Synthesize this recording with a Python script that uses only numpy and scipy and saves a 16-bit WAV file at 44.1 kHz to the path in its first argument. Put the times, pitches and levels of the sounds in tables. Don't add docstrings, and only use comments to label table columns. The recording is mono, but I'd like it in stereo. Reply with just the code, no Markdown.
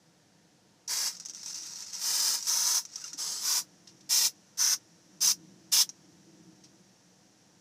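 import sys
import numpy as np
from scipy import signal
from scipy.fft import rfft, irfft
from scipy.io import wavfile
from scipy.ndimage import uniform_filter1d

SR = 44100
rng = np.random.default_rng(int(sys.argv[2]) if len(sys.argv) > 2 else 0)


def transcribe(signal):
    frames = np.atleast_2d(signal).T
    limited = np.clip(frames, -1, 1)
    pcm = np.round(limited * 32767).astype(np.int16)
    wavfile.write(sys.argv[1], SR, pcm)


N = 335292
T = np.arange(N) / SR


def undb(db):
    return 10 ** (np.asarray(db) / 20)


def unit(x):
    return x / np.sqrt(np.mean(x ** 2) + 1e-18)


def curve(rows):
    return np.interp(T, *np.transpose(rows))


def walk(per_s, size=N):
    steps = np.arange(size) / SR * per_s
    return 1.2 * np.interp(steps, np.arange(4096), rng.standard_normal(4096))


def add(out, start_s, x):
    i = int(start_s * SR)
    out[i:i + len(x)] += x[:N - i]


def colour(x, points, size=4096):
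    hz, db = np.transpose(sorted(map(tuple, points)))
    bin_hz = np.arange(size // 2 + 1) * SR / size
    log_gain = np.log(undb(np.interp(np.log(bin_hz + 1), np.log(hz), db)))
    cepstrum = irfft(log_gain)
    cepstrum[1:size // 2] *= 2
    cepstrum[size // 2 + 1:] = 0
    response = irfft(np.exp(rfft(cepstrum)))
    return signal.oaconvolve(x, response)[:len(x)]


def noise(spectrum):
    return unit(colour(rng.standard_normal(N), spectrum))


def bursts(events, spectrum, attack_s, gain_db, pop=0, pop_s=0.0019):
    power, t = np.zeros(N), T[:SR // 5]
    for start, db, t60 in events:
        onset = 1 - np.exp(-t / attack_s)
        decay = undb(-60 * t / t60) + pop * np.exp(-t / pop_s)
        add(power, start, (onset * decay * undb(db + gain_db)) ** 2)
    return noise(spectrum) * np.sqrt(power)


# frequency_hz, gain_db
RUMBLE_SPECTRUM = [(15, -71), (25, -53), (37, -19), (75, -25), (102, -8.5), (144, -6.5), (178, -1),
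                   (252, -10.5), (310, -5), (383, -15.5), (509, -9.5), (657, -31), (741, -12.5), (860, -39),
                   (900, -13.5), (1170, -42), (1980, -120)]
# time_s, level_db
RUMBLE_SWELLS = [(0, -66.5), (0.7, -65), (1.1, -66), (1.6, -63), (1.9, -65), (3.0, -66), (3.2, -64.5),
                 (4.1, -60), (4.45, -66), (5.0, -62), (5.4, -55.5), (5.9, -61), (6.45, -56), (7.05, -66.5),
                 (7.6, -64)]
# frequency_hz, width_hz, relative_db
AIR_MODES = [(126.5, 30, -6.5), (181.7, 20.3, 2), (315, 33, 0.5)]

def rumble(steady_db=-66, boom_gain_db=-1):
    street = noise(RUMBLE_SPECTRUM) * undb(steady_db)
    excess_power = np.maximum(undb(curve(RUMBLE_SWELLS)) ** 2 - undb(steady_db) ** 2, 0)
    boom = np.zeros(N)
    for hz, width, db in AIR_MODES:
        b, a = signal.iirpeak(hz, hz / (2 * width), fs=SR)
        band = signal.lfilter(b, a, rng.standard_normal(N))
        boom += unit(signal.lfilter(b, a, band)) * undb(db)
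    return street + unit(boom) * np.sqrt(excess_power) * undb(boom_gain_db)


# frequency_hz, gain_db
HISS_SPECTRUM = [(350, -32), (600, -3.5), (777, -6), (1110, -11), (1410, -9.5), (1620, -9), (1810, -8.5),
                 (2130, -13), (3710, -12.5), (5980, -8), (8990, -20), (9760, -19.5), (15500, -33.5)]
# time_s, relative_db
HISS_DRIFT = [(0.8, -66.5), (3.7, -64.5), (6.2, -65), (7.6, -66)]

def hiss(gain_db=-1):
    return noise(HISS_SPECTRUM) * undb(curve(HISS_DRIFT) + gain_db)


# frequency_hz, gain_db
JET_SPECTRUM = [(40, -43), (200, -29), (420, -22.5), (630, -24.5), (980, -14.3), (1200, -14.5), (1900, -17),
                (2500, -20.5), (3400, -14.5), (4400, -9), (5200, 1.95), (6100, -1.35), (7000, -6),
                (9200, -15.5), (15000, -19.5)]
# open_s, close_s, level_db, rise_s, fall_s, trim_echo_ms, trim_echo_ratio,
# breadth_db, body_hz, body_db, edge_db. The last four set how broad each hiss is, the pitch and
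VALVE_PRESSES = [(0.877, 1.079, -30, 0.021, 0.023, 0.79, -0.1, 3, 2230, 4, -4.5),
                 (1.993, 2.348, -27.5, 0.066, 0.027, 0.89, -0.13, 2, 1170, -0.3, -0.5),
                 (2.465, 2.784, -26.5, 0.012, 0.017, 0.408, -0.27, 0.8, 1300, 0, -2.5),
                 (3.174, 3.31, -34, 0.014, 0.27, 0.635, 0.22, 5.5, 1700, -5, -2.5),
                 (3.416, 3.591, -26.5, 0.05, 0.014, 0.85, 0.17, 1.8, 1110, 1, -1),
                 (4.092, 4.271, -23.5, 0.014, 0.012, 0.635, -0.24, 0.8, 1090, -4, 4),
                 (4.573, 4.738, -23.5, 0.033, 0.011, 0.385, -0.19, -5.5, 1740, 6.5, 1.2),
                 (5.206, 5.315, -23, 0.014, 0.011, 0.794, 0.1, -0.5, 1310, -3, 3),
                 (5.717, 5.821, -21.5, 0.0085, 0.011, 0.363, 0.032, -0.5, 870, -0.5, 8)]

def jet(flutter_db=-0.8, surge_db=0.51, initial_opening=0.18, seal_s=0.19):
    out, t = np.zeros(N), T[:SR]
    for start, stop, db, rise, fall, echo_ms, echo_ratio, *aim in VALVE_PRESSES:
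        gas = rng.standard_normal(len(t))
        gas = gas + echo_ratio * np.roll(gas, round(echo_ms * SR / 1000))
        gas = resonate(colour(gas, JET_SPECTRUM))
        gas = colour(gas, jet_colour(db, *aim))
        gas = reflections(gas, wet_db=-5, t60_s=0.025, above_hz=2340)
        uneven_db = flutter_db * walk(211.4, len(t)) + surge_db * walk(32.3, len(t))
        opening = 1 - (1 - initial_opening) * np.exp(-(t / rise) ** 2)
        released_s = np.maximum(t - (stop - start), 0)
        closing = np.exp(-released_s / fall - (released_s / seal_s) ** 4)
        add(out, start, unit(gas) * opening * closing * undb(db + uneven_db))
    return reflections(out, wet_db=-12, t60_s=0.042)


# frequency_hz, width_hz, lift_db
NARROW_RESONANCES = [(940, 36, 6.5), (1380, 80, 0.5), (1924, 24, 4), (2360, 200, 3.5), (2830, 50, 5),
                     (3360, 32, 1.5), (4200, 20, 5.5), (4760, 85, 1.5), (5260, 140, 2.5), (5690, 120, 3),
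                     (6197, 100, 6.5), (7630, 120, 3), (8140, 78, 0.5), (8740, 81, 5.5), (10610, 660, 4.5),
                     (13500, 500, 2.5)]

def resonate(x):
    for hz, width, db in NARROW_RESONANCES:
        band = signal.lfilter(*signal.iirpeak(hz, hz / width, fs=SR), x)
        x = x + (undb(db) - 1) * band
    return x


def jet_colour(level_db, breadth_db, body_hz, body_db, edge_db, mic_hz=5700, edge_hz=3230, usual_db=-28):
    hz = np.geomspace(100, 16000, 60)

    def bump(centre_hz, octaves):
        return np.exp(-(np.log2(hz / centre_hz) / octaves) ** 2)

    flanks_db = breadth_db * (1 - bump(mic_hz, 0.22))
    aim_db = flanks_db + body_db * bump(body_hz, 0.62) + edge_db * bump(edge_hz, 0.38)
    bass = 1 / (1 + (hz / 746) ** 4)
    treble = 1 / (1 + (10000 / hz) ** 6)
    tilt_db = (level_db - usual_db) * (0.91 * treble - 0.44 * bass)
    return zip(hz, aim_db + tilt_db)


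def reflections(x, wet_db, t60_s, above_hz=None):
    t = T[:6000]
    tail = rng.standard_normal(len(t)) * (t > 0.0015) * undb(-60 * t / t60_s)
    if above_hz:
        tail = signal.lfilter(*signal.butter(1, above_hz, "high", fs=SR), tail)
    response = tail * undb(wet_db) / np.linalg.norm(tail)
    response[0] = 1
    return signal.oaconvolve(x, response / np.linalg.norm(response))[:len(x)]


# frequency_hz, gain_db
GLUE_SPECTRUM = [(300, -52), (950, -21), (2200, -24.5), (3500, -19.5), (4600, -14.5), (5700, 1.5),
                 (6800, -7), (8500, -19.5), (10000, -25.5), (15000, -34)]

def fizz(level_db=-68, fade_db_per_s=1.5):
    first_press, last_release = VALVE_PRESSES[0][0], VALVE_PRESSES[-1][1]
    db = level_db - fade_db_per_s * np.maximum(T - last_release, 0)
    return noise(GLUE_SPECTRUM) * (T > first_press) * undb(db)


# start_s, relative_db
BIG_CLOTS = [(0.878, -22), (1.167, -28.5), (1.199, -24), (1.251, -28.5), (1.258, -22), (1.285, -28),
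             (1.296, -22.5), (1.335, -31), (1.347, -26), (1.431, -24.5), (1.46, -24.5), (1.544, -24.5),
             (1.929, -31), (2.426, -22), (2.469, -16.5), (2.851, -24), (2.957, -21), (3.04, -26),
             (3.131, -22), (3.179, -28), (5.891, -24)]

def spits(small_per_s=16, small_offset_db=7, scatter_db=2, t60_s=0.04):
    clots = list(BIG_CLOTS)
    for stretch in DRIBBLE_FLOW:
        times, flow_db = np.transpose(stretch)
        jitter, strength = rng.random((60, 2)).T
        starts = times[0] + (np.arange(len(jitter)) + jitter) / small_per_s
        levels = np.interp(starts, times, flow_db) + small_offset_db + scatter_db * (2 * strength - 1)
        clots += [(start, db) for start, db in zip(starts, levels) if start < times[-1]]
    events = [(start, db, t60_s) for start, db in clots]
    return bursts(events, GLUE_SPECTRUM, attack_s=0.0006, gain_db=-11, pop=0.65)


# time_s, relative_db
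DRIBBLE_FLOW = [
    [(1.11, -42.5), (1.18, -48.5), (1.32, -49.5), (1.35, -44.5), (1.42, -44), (1.48, -38), (1.6, -41.5),
     (1.81, -40.5), (1.85, -44.5), (2.02, -37.5)],
    [(2.38, -42.5), (2.46, -34.5)],
    [(2.82, -66), (2.89, -53), (2.95, -43.5), (3.07, -41), (3.11, -46), (3.17, -46.5)],
]
# frequency_hz, gain_db
DRIBBLE_SPECTRUM = [(240, -47), (400, -27.5), (796, -25.5), (942, -13), (1080, -18.5), (1380, -16),
                    (2360, -17), (2880, -16.5), (3110, -20.5), (5650, 2), (8670, -13), (9500, -19.5),
                    (14400, -24), (15500, -34)]

def dribble(bubble_db=3, sputter_db=1.5, treble_hz=8500, treble_db=5, gain_db=-1):
    flow = np.zeros(N)
    for stretch in DRIBBLE_FLOW:
        is_open = (T > stretch[0][0] - 0.01) & (T < stretch[-1][0] + 0.01)
        gate = np.abs(uniform_filter1d(is_open.astype(float), size=400))
        flow += undb(curve(stretch)) * gate
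    froth = rng.standard_normal(N) * undb(bubble_db * walk(per_s=500) + sputter_db * walk(per_s=90))
    froth = unit(colour(froth, DRIBBLE_SPECTRUM))
    body = signal.sosfiltfilt(signal.butter(2, treble_hz, fs=SR, output="sos"), froth)
    treble = (froth - body) * undb(treble_db) * flow / flow.max()
    return (body + treble) * flow * undb(gain_db)


def choke(gather_s=0.018, depth_db=-5.5):
    db = np.zeros(N)
    for start, _ in BIG_CLOTS:
        db += depth_db * (T < start) * np.exp(-((T - start) / gather_s) ** 2)
    return undb(db)


# start_s, from_hz, to_hz, length_s, peak_db
NOZZLE_SQUEAKS = [(2.963, 1376, 1150, 0.029, -55), (3.007, 1660, 1410, 0.04, -54),
                  (3.033, 2950, 2770, 0.02, -52), (3.033, 1450, 1240, 0.033, -49.5),
                  (3.119, 1260, 1490, 0.019, -55)]

def squeaks(pitch_jitter=0.051):
    out = np.zeros(N)
    for start, from_hz, to_hz, length, db in NOZZLE_SQUEAKS:
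        n = int(length * SR)
        hz = np.linspace(from_hz, to_hz, n) * (1 + pitch_jitter * walk(550, n))
        phase = 2 * np.pi * np.cumsum(hz) / SR
        add(out, start, np.sin(phase) * np.hanning(n) * undb(db))
    return out


# start_s, pitch_hz, level_db, rise_s, t60_s
TRIM_KNOCK = (3.142, 285, -41, .004, .065)

def knock():
    start, hz, db, rise, t60 = TRIM_KNOCK
    t = np.maximum(T - start, 0)
    onset = 1 - np.exp(-(t / rise) ** 2)
    return np.sin(2 * np.pi * hz * t) * onset * undb(db - 60 * t / t60)


# start_s, relative_db, t60_s
HAND_TAPS = [(3.8729, -40.5, 0.037), (3.8874, -51.5, 0.11), (4.008, -47.5, 0.032), (6.6378, -49, 0.11)]
# frequency_hz, gain_db
TAP_SPECTRUM = [(800, -24), (1400, -11), (2300, -5), (3800, 1), (5600, 10), (7500, -3), (15000, -28)]

def taps():
    return bursts(HAND_TAPS, TAP_SPECTRUM, attack_s=0.00078, gain_db=-1)


def scene():
    small_sounds = taps() + dribble() * choke() + spits() + squeaks()
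    small_sounds = reflections(small_sounds, wet_db=-5, t60_s=0.059)
    mono = jet() + small_sounds + knock() + rumble() + hiss() + fizz()
    return np.array([mono, mono])


def record(dry, cutoff_hz=15450):
    return signal.sosfilt(signal.ellip(10, 0.2, 70, cutoff_hz, fs=SR, output="sos"), dry)


dry = scene()
out = record(dry)
transcribe(out)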